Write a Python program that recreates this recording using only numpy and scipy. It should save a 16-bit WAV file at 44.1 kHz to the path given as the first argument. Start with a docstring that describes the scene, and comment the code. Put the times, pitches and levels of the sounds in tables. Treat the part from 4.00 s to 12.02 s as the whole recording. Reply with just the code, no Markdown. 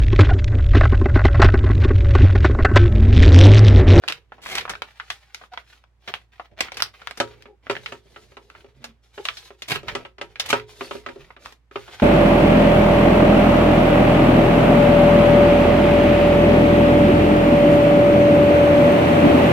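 """In a small room, just above a wooden table, scissors snip through a stiff plastic pouch.
Dense runs of tiny clicks make the crunch of the blades; short bursts of ringing noise make the film's snaps.
Pouch and scissors knock on the table: a noise burst for the clack, fading sine tones for the wood.
Filtered random clicks make hand, pouch and blades slide and rub; short tones add hollow rings, a thud, a squeak.
Quiet noise and two sine tones make the room air and a faint mains hum underneath."""
import sys
import numpy as np
from scipy import signal
from scipy.fft import rfft, irfft, next_fast_len
from scipy.io import wavfile
from scipy.ndimage import map_coordinates

SR = 44100
rng = np.random.default_rng(int(sys.argv[2]) if len(sys.argv) > 2 else 0)


def unload_audio(sound):
    """Save the sound as a 16-bit wav file, at the path given as the first command line argument."""
    columns = np.transpose(np.atleast_2d(sound))
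    # keep every value between -1 and 1, then stretch to whole-number steps
    steps = np.round(np.clip(columns, -1, 1) * 32767)
    wavfile.write(sys.argv[1], SR, steps.astype(np.int16))


N = 353666  # length of the scene in samples


def amp(db):
    """Turn decibels into a gain."""
    return 10 ** (np.asarray(db) / 20)


def unit(x):
    """Scale to an average (rms) level of 1."""
    return x / np.sqrt(np.mean(x ** 2) + 1e-20)


def along(points, hz):
    """Read a curve of (frequency, value) points on a log frequency axis."""
    point_hz, value = np.transpose(points)
    return np.interp(np.log(hz + 1), np.log(point_hz), value)


def wobble(rate):
    """A smooth random curve through `rate` random values a second."""
    values = rng.standard_normal(int(N * rate / SR) + 4)
    return map_coordinates(values, [np.arange(N) * rate / SR])


def fade(t, t60):
    """A decay of 60 dB in t60 seconds."""
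    return np.exp(-np.log(1000) * t / t60)


def filtered(x, response):
    """Multiply the spectrum of x by a response that depends on frequency."""
    length = x.shape[-1]
    padded = next_fast_len(length + SR // 10)
    spectrum = rfft(x, padded) * response(np.fft.rfftfreq(padded, 1 / SR))
    return irfft(spectrum, padded)[..., :length]


def coloured(x, tone):
    """Shape x with the given tone curve, then scale to rms 1."""
    return unit(filtered(x, lambda hz: amp(along(tone, hz))))


def causal(gain):
    """The minimum-phase spectrum with this gain: its energy comes as early as it can."""
    cepstrum = irfft(np.log(np.maximum(gain, 1e-6)))
    half = len(cepstrum) // 2
    cepstrum[1:half] *= 2
    cepstrum[half + 1:] = 0
    return np.exp(rfft(cepstrum))


def add(track, s, sound):
    """Mix a sound into a track at time s."""
    start = max(round(s * SR), 0)
    part = track[..., start:start + sound.shape[-1]]
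    part += sound[..., :part.shape[-1]]


def grains(per_s, spread_db):
    """Tiny slips: single-sample clicks at random times, of very unequal size and either sign."""
    size = amp(spread_db * np.minimum(rng.standard_normal(N), 2))
    happens = rng.random(N) < per_s / SR
    return unit(happens * size * rng.choice([-1, 1], N))


def diffuse(pair, spacing_m=0.072, alike=0.61):
    """Two unrelated signals as sound from all sides: the two ports are most alike in the bass."""
    def mid_and_side(hz):
        turn = np.arccos(alike * np.sinc(2 * hz * spacing_m / 343)) / 2  # 343 m/s: speed of sound
        return np.array([np.cos(turn), np.sin(turn)])
    mid, side = filtered(pair, mid_and_side)
    return np.array([mid + side, mid - side])


def direct(x, lead_s):
    """The straight path reaches the left port lead_s sooner than the right."""
    return filtered(x, lambda hz: np.exp(1j * np.pi * hz * lead_s * np.array([[1], [-1]])))


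# how long the room's echoes last at each pitch: (frequency [Hz], time to die by 60 dB [s])
ROOM_DECAY = [(120, 0.49), (400, 0.14), (1500, 0.15), (5000, 0.14), (14000, 0.13)]


def heard(x, room_db, lead_s, build_s=0.001, early=1.9, early_t60=0.039):
    """The straight path plus a fresh random scatter of echoes from table and walls."""
    hz, t, bands = signal.stft(rng.standard_normal((2, SR // 3)), SR, nperseg=256)
    bands = bands * fade(t, along(ROOM_DECAY, hz)[:, None])
    tail = signal.istft(bands, SR, nperseg=256)[1]
    t = np.arange(tail.shape[1]) / SR
    # table and hands are near, so their echoes come first and strongest
    tail = diffuse(tail) * (1 - np.exp(-t / build_s)) * (1 + early * fade(t, early_t60))
    tail = tail / np.linalg.norm(tail[0])
    echoes = signal.fftconvolve(np.atleast_2d(x), tail, axes=1)[:, :x.shape[-1]]
    return direct(x, lead_s) + amp(room_db) * echoes


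def moving(x, room_db, lead_s):
    """A source that moves about meets a new pattern of echoes eight times a second."""
    out, step = np.zeros((2, N)), SR // 8
    for start in range(0, N, step):
        # silence after each piece leaves room for its echoes
        part = np.pad(x[start:start + step], (0, step))
        if np.abs(part).max() > 1e-6:  # skip silent pieces
            add(out, start / SR, heard(part, room_db, lead_s))
    return out


def body(hz):
    """The low band, about 90-680 Hz, that a heavier contact fills."""
    return 1 / (1 + (hz / 680) ** 4) / (1 + (90 / hz) ** 4)


def blow(tone, body_db, treble_db, ring_hz, t60, ring_db, octaves, breadth, size=16384):
    """A brief flutter of the film, ringing round one pitch: a noise burst, different at each port."""
    t, hz = np.arange(size) / SR, np.fft.rfftfreq(size, 1 / SR) + 1
    # a broad sheet does not send quite the same wave to both ports
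    shake = rng.standard_normal(size) + breadth * diffuse(rng.standard_normal((2, size)))
    # the flutter, with a much shorter crack on its start
    shake *= fade(t, t60) + 0.092 * fade(t, 0.0026)
    ring = ring_db * np.exp(-.5 * (np.log2(hz / ring_hz) / octaves) ** 2)
    shelves = body_db * body(hz) + treble_db / (1 + (4700 / hz) ** 4)
    # so small a sheet radiates no deep bass
    radiation = 1 / (1 + (90 / hz) ** 3)
    spectrum = rfft(shake) * causal(radiation * amp(along(tone, hz) + ring + shelves))
    # set the level by the middle band: its energy equals rms 1 over 10 ms
    middle = irfft(spectrum * ((hz > 700) & (hz < 4500)))
    return irfft(spectrum) * np.sqrt(2 * SR / 100) / np.linalg.norm(middle)


def stroke(length, attack, release):
    """One movement: its progress from 0 to 1, and a gain that rises, holds and dies away."""
    t = np.arange(SR) / SR
    progress = np.clip(t / length, 0, 1)
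    gain = np.clip(t / attack, 0, 1) * fade(np.maximum(t - length, 0), release)
    return progress, gain


# the tones of the mains hum: (frequency [Hz], level [dB])
HUM_TONES = [(58.6, -58.5), (118, -75)]
# tone of the room air: (frequency [Hz], level per Hz [dB])
AIR_TONE = [(20, -13), (55, 4), (100, 6), (200, -5), (2000, -14.5), (6000, -28), (16000, -40)]


def background(air_db=-69):
    """Still room air as soft noise from all sides, and sine tones for a slightly unsteady hum."""
    t = np.arange(N) / SR
    hum = np.zeros(N)
    for hz, db in HUM_TONES:
        hum += amp(db) * unit(np.sin(2 * np.pi * hz * t + 0.66 * wobble(3.1)))
    air = coloured(diffuse(rng.standard_normal((2, N))), AIR_TONE)
    return hum * amp(0.41 * wobble(3)) + amp(air_db) * air


# hand, pouch and scissor blades slide and rub: (time [s], length [s], drag on the table [dB],
# film rustle [dB], skin and blade hiss [dB])
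RUBS = [(0.0, 0.19, -57, -61, -72), (0.278, 0.17, -66, -68.5, -89), (0.41, 0.37, -53.5, -55, -60.5),
        (0.882, 0.45, -76, -59.5, -65), (1.095, 0.037, -73, -53, -48), (1.223, 0.33, -89, -82, -83),
        (1.308, 0.15, -71.5, -59.5, -64), (1.508, 0.06, -65, -53, -68), (1.623, 0.16, -73, -59, -66),
        (1.994, 0.22, -72, -61, -69.5), (2.071, 0.034, -48.5, -43, -61.5), (2.314, 0.078, -73, -61, -74),
        (2.493, 0.05, -57.5, -75, -93.5), (2.565, 0.1, -47.5, -39, -59.5), (2.705, 0.11, -55, -48, -65),
        (2.912, 0.4, -66, -56, -65.5), (3.197, 0.27, -58, -59.5, -71.5), (3.614, 0.094, -57, -58.5, -72.5),
        (3.699, 0.27, -56.5, -56, -58.5), (4.01, 0.49, -61, -65.5, -66), (4.46, 0.25, -64, -66.5, -73),
        (4.732, 0.19, -62.5, -64, -74), (5.016, 0.078, -69, -66, -66), (5.125, 0.098, -61, -57, -57.5),
        (5.226, 0.25, -62.5, -53, -52), (5.562, 0.16, -69, -68, -66.5), (5.678, 0.095, -43, -47, -56),
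        (5.814, 0.22, -46, -51, -61.5), (6.207, 0.2, -61, -65, -72), (6.381, 0.22, -50.5, -45.5, -62.5),
        (6.665, 0.31, -54.5, -54, -52), (6.97, 0.33, -56.5, -58, -66), (7.381, 0.14, -59, -57.5, -60.5),
        (7.709, 0.21, -63.5, -54.5, -59), (7.887, 0.23, -56.5, -48.5, -54.5)]
RUB_ATTACK_S, RUB_RELEASE_S = 0.025, 0.21  # rise time, and time to die by 60 dB
RUB_ARCH_DB = 6  # the movement is slower, so this much quieter, at both ends of a rub
# after every snap or knock the film crinkles on as it settles:
# levels relative to the jolt, and time to die by 60 dB
SETTLE_DRAG_DB, SETTLE_RUSTLE_DB, SETTLE_HISS_DB, SETTLE_S = -29.5, -20, -31, 0.21


def friction():
    """Strength of drag, rustle and hiss: the rubs, plus the film settling after each jolt."""
    power = np.zeros((3, N))
    for start, length, drag_db, rustle_db, hiss_db in RUBS:
        progress, gain = stroke(length, RUB_ATTACK_S, RUB_RELEASE_S)
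        speed = gain * amp(-RUB_ARCH_DB * (2 * progress - 1) ** 2)
        add(power, start, (speed * amp([[drag_db], [rustle_db], [hiss_db]])) ** 2)
    settle = amp([[SETTLE_DRAG_DB], [SETTLE_RUSTLE_DB], [SETTLE_HISS_DB]])
    settle = settle * fade(np.arange(SR // 2) / SR, SETTLE_S)
    for s, db, *_ in FILM_SNAPS + TABLE_KNOCKS:
        add(power, s, (amp(db) * settle) ** 2)
    return np.sqrt(power)


# tone of the pouch dragging on the wood: (frequency [Hz], level per Hz [dB])
DRAG_TONE = [(50, 2.5), (120, -2), (190, -9.5), (300, -9.5), (410, 1.5), (600, -7), (1200, -24.5),
             (4000, -76)]
# tone of the crackling creases: (frequency [Hz], level per Hz [dB])
RUSTLE_TONE = [(200, -41.5), (560, -8), (740, 2), (920, -1.5), (1300, -0.5), (2300, 2), (3600, -3.5),
               (5500, -13), (8000, -28), (16000, -25.5)]
# tone of skin and steel hissing: (frequency [Hz], level per Hz [dB])
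HISS_TONE = [(1500, -15), (3500, 10), (6500, 2.5), (8000, -3.5), (12000, -2.5), (16000, -21)]


def rubbing():
    """The pouch drags on the wood, its creases crackle, and skin and steel hiss as they slide."""
    dragging, rustling, hissing = friction() * amp(2.94 * wobble(35))
    # creases give way in small clumps
    clumps = unit(amp(3.5 * wobble(120)))
    drag = dragging * coloured(grains(per_s=2300, spread_db=5.5), DRAG_TONE)
    rustle = rustling * coloured(grains(per_s=700, spread_db=4), RUSTLE_TONE)
    hiss = hissing * coloured(grains(per_s=9600, spread_db=4.0), HISS_TONE)
    return moving(drag + clumps * rustle + hiss, room_db=0.5, lead_s=.00004)


# the film buckles or the blades click: (time [s], level [dB], body [dB], treble [dB],
# ring pitch [Hz], flutter time to die by 60 dB [s])
FILM_SNAPS = [(0.037, -36.5, 17, -14, 1260, 0.019), (0.0791, -26, -13, 0, 2440, 0.02),
              (0.0849, -22, -11, 5, 2300, 0.01), (0.0975, -27.5, 16.5, 4, 2120, 0.068),
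              (0.123, -27.5, 6, 3.5, 2170, 0.013), (0.3205, -39, 15, -39, 1410, 0.029),
              (0.382, -49, 25, -42, 830, 0.1), (0.4607, -32, 7.5, -24, 1500, 0.021),
              (0.5531, -27, 8, 11.5, 1900, 0.029), (0.5825, -23.5, -9, 2, 2200, 0.024),
              (0.6098, -32, -15, 0, 2150, 0.035), (0.6532, -31, 10, -29, 1160, 0.018),
              (0.6779, -33, 16, -29.5, 1410, 0.12), (0.6949, -26.5, 15.5, 7, 1580, 0.077),
              (0.7361, -34.5, 10, -21.5, 1720, 0.023), (0.753, -35, 7, -13, 1430, 0.014),
              (0.82, -28, 13, -2, 2140, 0.013), (0.9987, -30, -7, -21, 1470, 0.031),
              (1.1021, -25, 1.5, 0, 2450, 0.03), (1.3463, -35, -8, 10.5, 2470, 0.012),
              (1.413, -43, 18.5, -17, 1430, 0.1), (1.4374, -44.5, 10, -22, 1380, .015),
              (1.5356, -39, 6, -9, 850, 0.043), (1.575, -31, 6, -20.5, 1340, 0.014),
              (1.8396, -54.5, 16, -11, 1440, 0.0091), (2.0763, -32, 17, -5.5, 2520, 0.077),
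              (2.1396, -26, 4, -4.5, 2350, 0.0018), (2.397, -33.5, 8.5, -35, 980, 0.037),
              (2.6063, -19, 12, 9.5, 2020, 0.028), (2.6841, -39.5, 4, -28, 1980, .018),
              (2.7196, -35, 13, 2, 2100, 0.025), (2.7438, -45, 17, 16.5, 2710, 0.02),
              (2.77, -32, 16, 11, 1990, 0.067), (2.8029, -29, 11, 6, 1710, .019),
              (2.8223, -19, -20, 7, 2070, 0.0024), (3.017, -42.5, 10, -8, 1420, .044),
              (3.073, -28.5, -4, -14, 1640, 0.00093), (3.1106, -35.5, 13.5, 0.5, 2190, 0.0017),
              (3.1737, -38, 24, 15.5, 1640, 0.059), (3.423, -49, -18, 3.5, 2060, 0.0098),
              (3.6681, -39.5, 21, -35, 1780, 0.019), (3.753, -34.5, 4, -10, 1750, 0.011),
              (3.7662, -31.5, 19.5, -14, 2210, 0.014), (3.86, -29, -15, -10, 2160, 0.025),
              (4.5009, -44.5, 16, -9.5, 1650, 0.011), (4.5506, -45, 12, -34, 1230, .025),
              (4.8418, -34.5, 17, 10.5, 2060, 0.052), (5.2526, -25.5, -4, 0, 2840, 0.024),
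              (5.2865, -22.5, -1, -15, 1950, 0.0068), (5.3703, -37.5, -30, 11, 3640, 0.09),
              (5.6209, -32.5, 15, 9.5, 2900, 0.043), (5.883, -29, 20.5, 0, 2030, 0.028),
              (5.886, -27, -4, -11, 1960, 0.061), (6.3572, -38, 9, -12, 2360, 0.029),
              (6.3976, -22, 1.5, 11, 3080, 0.057), (6.5979, -38, 8, -3.5, 2020, 0.021),
              (7.3043, -42, 12, -39, 1375, 0.028), (7.4587, -35, 9, -8.5, 1200, 0.0093),
              (7.5235, -48, 18, 10, 1480, .029), (7.9989, -32.5, -5, -27, 1170, .008)]
# basic tone of a snap: (frequency [Hz], level per Hz [dB])
SNAP_COLOUR = [(40, -27.5), (110, -21), (350, -17.5), (560, -6.5), (740, -1.5), (900, -1.5), (1250, 1),
               (2200, -1), (3600, -1), (5500, -6), (8000, -20), (12000, -22), (16000, -39)]


def snaps():
    """Each buckle of the film or click of the blades has its own size, pitch and length."""
    out = np.zeros((2, N))
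    for s, db, body_db, treble_db, ring_hz, t60 in FILM_SNAPS:
        snap = blow(SNAP_COLOUR, body_db, treble_db, ring_hz, t60, ring_db=7.5, octaves=0.59, breadth=0.76)
        add(out, s, amp(db) * heard(snap, room_db=-4, lead_s=0.00011))
    return out


# the blades bite through the film: (time [s], length [s], level at the end [dB],
# swell [dB], treble boost at the start [dB])
BLADE_BITES = [(0.413, 0.19, -31, 25, 12), (5.677, 0.026, -36, 10.5, 20), (5.703, 0.021, -24, 9, 11.5),
               (5.735, 0.027, -26.5, 12, 9), (6.457, 0.013, -43, 3, 17.5), (6.488, 0.021, -25.5, 12, 18)]
# tone of the crunch: (frequency [Hz], level per Hz [dB])
CRUNCH_TONE = [(40, -40), (110, -2.5), (250, -1), (700, 4), (1250, 3.5), (1750, 3.5), (2200, 8),
               (2800, 5.5), (3600, 2), (5500, -8.5), (9000, -19), (13000, -16.5), (16000, -31.5)]
# a bite starts, swells quickly at first, and turns from hiss to crunch as the blades close
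CUT_ATTACK_S, CUT_RELEASE_S, SWELL_POWER, CUT_DULLING_DB = 0.0027, 0.02, 1.94, 12


def cutting(split_hz=4700):
    """The film gives way between the blades in a dense run of tiny fractures, louder and duller as they close."""
    fractures = grains(per_s=1500, spread_db=8.0) * amp(0.99 * wobble(160))
    crunch = coloured(fractures, CRUNCH_TONE)
    bright = filtered(crunch, lambda hz: hz ** 4 / (hz ** 4 + split_hz ** 4))
    gains = np.zeros((2, N))  # one for the dull part, one for the bright part
    for start, length, db, swell_db, treble_db in BLADE_BITES:
        closed, gain = stroke(length, CUT_ATTACK_S, CUT_RELEASE_S)
        force = gain * amp(db - swell_db * (1 - closed) ** SWELL_POWER)
        bright_force = force * amp(treble_db - CUT_DULLING_DB * closed)
        add(gains, start, np.array([force, bright_force]))
    return moving(gains[0] * (crunch - bright) + gains[1] * bright, room_db=1.0, lead_s=0.00012)


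# short pitched sounds, hollow rings of pouch and table, a soft low thud, a thin squeak:
# (time [s], length [s], start pitch [Hz], end pitch [Hz], level [dB])
SHORT_TONES = [(1.515, 0.036, 741, 755, -37.5), (3.461, 0.1, 420, 405, -49), (4.744, 0.075, 123, 139, -51),
               (4.767, 0.18, 242, 225.6, -54.5), (5.174, 0.039, 409, 420, -34),
               (6.807, 0.084, 4330, 4640, -48)]


def pitched_sounds(waver=0.023, overtone_db=-10, rough_db=4):
    """Hollow rings, a thud and a squeak: short gliding tones with one overtone, uneven in pitch and level."""
    out = np.zeros(N)
    unsteady = waver * wobble(240)
    for s, length, start_hz, end_hz, db in SHORT_TONES:
        progress = np.linspace(0, 1, round(length * SR))
        pitch = start_hz + (end_hz - start_hz) * progress
        pitch = pitch * (1 + unsteady[round(s * SR):][:len(progress)])
        phase = 2 * np.pi * np.cumsum(pitch) / SR
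        tone = np.sin(phase) + amp(overtone_db) * np.sin(2 * phase)
        add(out, s, amp(db) * np.sin(np.pi * progress) * tone)
    roughness = unit(amp(rough_db * wobble(220)))
    return heard(out * roughness, room_db=-5, lead_s=0)


# scissors and pouch bump the table: (time [s], level [dB], body [dB], treble [dB])
TABLE_KNOCKS = [(3.201, -19, 1.5, 3), (3.4561, -48, 6, -19), (3.6977, -23, 1.5, -8), (3.7098, -30, -8, 4),
                (3.9219, -34.5, 2, -0.5), (4.056, -72, 23, 5), (4.161, -41.5, 0.5, -12),
                (4.319, -56, 6.5, -8), (4.369, -41.5, 3, -5), (4.6444, -55, 12, -5),
                (5.1782, -38.5, -2, -13), (5.505, -46.5, 7, -17), (5.8314, -49.5, 14, 5),
                (5.951, -26.5, 0, 2.5), (6.009, -52, 2, -20), (6.0503, -38.5, -3.5, -13),
                (6.1827, -43, 1.5, -7), (6.213, -30, 0.5, -3), (6.5288, -15, 0, -2), (6.809, -29.5, 4, -16),
                (6.9096, -31.5, 3.5, -7), (6.9513, -45, 18, -1), (7.0625, -31, -1.5, -8.5),
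                (7.087, -37, 5.5, -8), (7.1595, -54, 22.5, 1), (7.3646, -46, -3, -21),
                (7.7118, -48, 3.5, -11), (7.7574, -28.5, -0.5, -14), (7.8791, -43.5, 3.5, -11)]
# basic tone of the clack: (frequency [Hz], level per Hz [dB])
CLACK_TONE = [(40, 9), (120, -11.5), (220, -4.5), (400, -1.5), (800, 1), (1500, -6.5), (2800, 3.5),
              (4500, -6), (8000, -17), (12000, -30), (16000, -56)]
# the pitches at which the table top rings: (frequency [Hz], level [dB], time to die by 60 dB [s])
TABLE_MODES = [(116.4, -12, 0.49), (254.2, -2.5, 0.16), (338.8, -3.5, 0.19), (374, -10, 0.38),
               (400.3, 9.5, 0.11), (424, -7, 0.42), (434, -15.5, 0.21), (537, -3.5, 0.23), (574, 5, 0.095),
               (694, 3, 0.084), (817, -4.5, 0.14), (934, -0.5, 0.12), (947, -8.5, 0.24), (1198, -1.5, 0.12),
               (1308, 2.5, 0.13), (1660, -5, 0.061), (2420, 0.5, 0.035)]


def knocks(table_db=-8, attack_s=0.0016, skew=0.12, scatter_db=3):
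    """A clack on the table, whose top rings on in fading sine tones at new strengths each time."""
    out = np.zeros((2, N))
    hz, mode_db, t60 = np.transpose(TABLE_MODES)[:, :, None]
    for s, db, body_db, treble_db in TABLE_KNOCKS:
        clack = blow(CLACK_TONE, body_db, treble_db, ring_hz=1370, t60=0.045,
                     ring_db=12.0, octaves=0.44, breadth=1.0)
        t = np.arange(clack.shape[1]) / SR
        # a soft, heavy contact favours the low modes
        strength = amp(mode_db + body_db * body(hz) + scatter_db * rng.standard_normal(hz.shape))
        # the wide top reaches each port at a slightly different phase (in turns)
        phase = rng.random(hz.shape) + skew * rng.standard_normal((2, *hz.shape))
        modes = strength * fade(t, t60) * np.sin(2 * np.pi * (hz * t + phase))
        wood = modes.sum(axis=1) * amp(table_db) * (1 - np.exp(-t / attack_s))
        add(out, s, amp(db) * (heard(clack, room_db=-3, lead_s=.00007) + wood))
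    return out


def scene():
    """All sources together at the two microphone ports."""
    return background() + rubbing() + snaps() + cutting() + pitched_sounds() + knocks()


# how much more the left port hears than the right: (frequency [Hz], level difference [dB])
PORT_BALANCE = [(60, -2.5), (120, -8.5), (250, -1.5), (600, -0.5), (2400, -1), (4400, -1), (8100, 7.5),
                (11000, 2), (15000, -7)]
BOTTOM_HZ, TOP_HZ = 42, 16000  # edges of the microphone's band


def record(dry):
    """Each port has its own colour; the bass rolls off gently and the top is cut off steeply."""
    # half of the difference goes to each port
    ports = filtered(dry, lambda hz: amp(along(PORT_BALANCE, hz) * np.array([[.5], [-.5]])))
    ports = filtered(ports, lambda hz: hz ** 3 / (hz ** 3 + BOTTOM_HZ ** 3))
    return filtered(np.clip(ports, -1, 1), lambda hz: 1 / np.sqrt(1 + (hz / TOP_HZ) ** 160))


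dry = scene()
out = record(dry)
unload_audio(out)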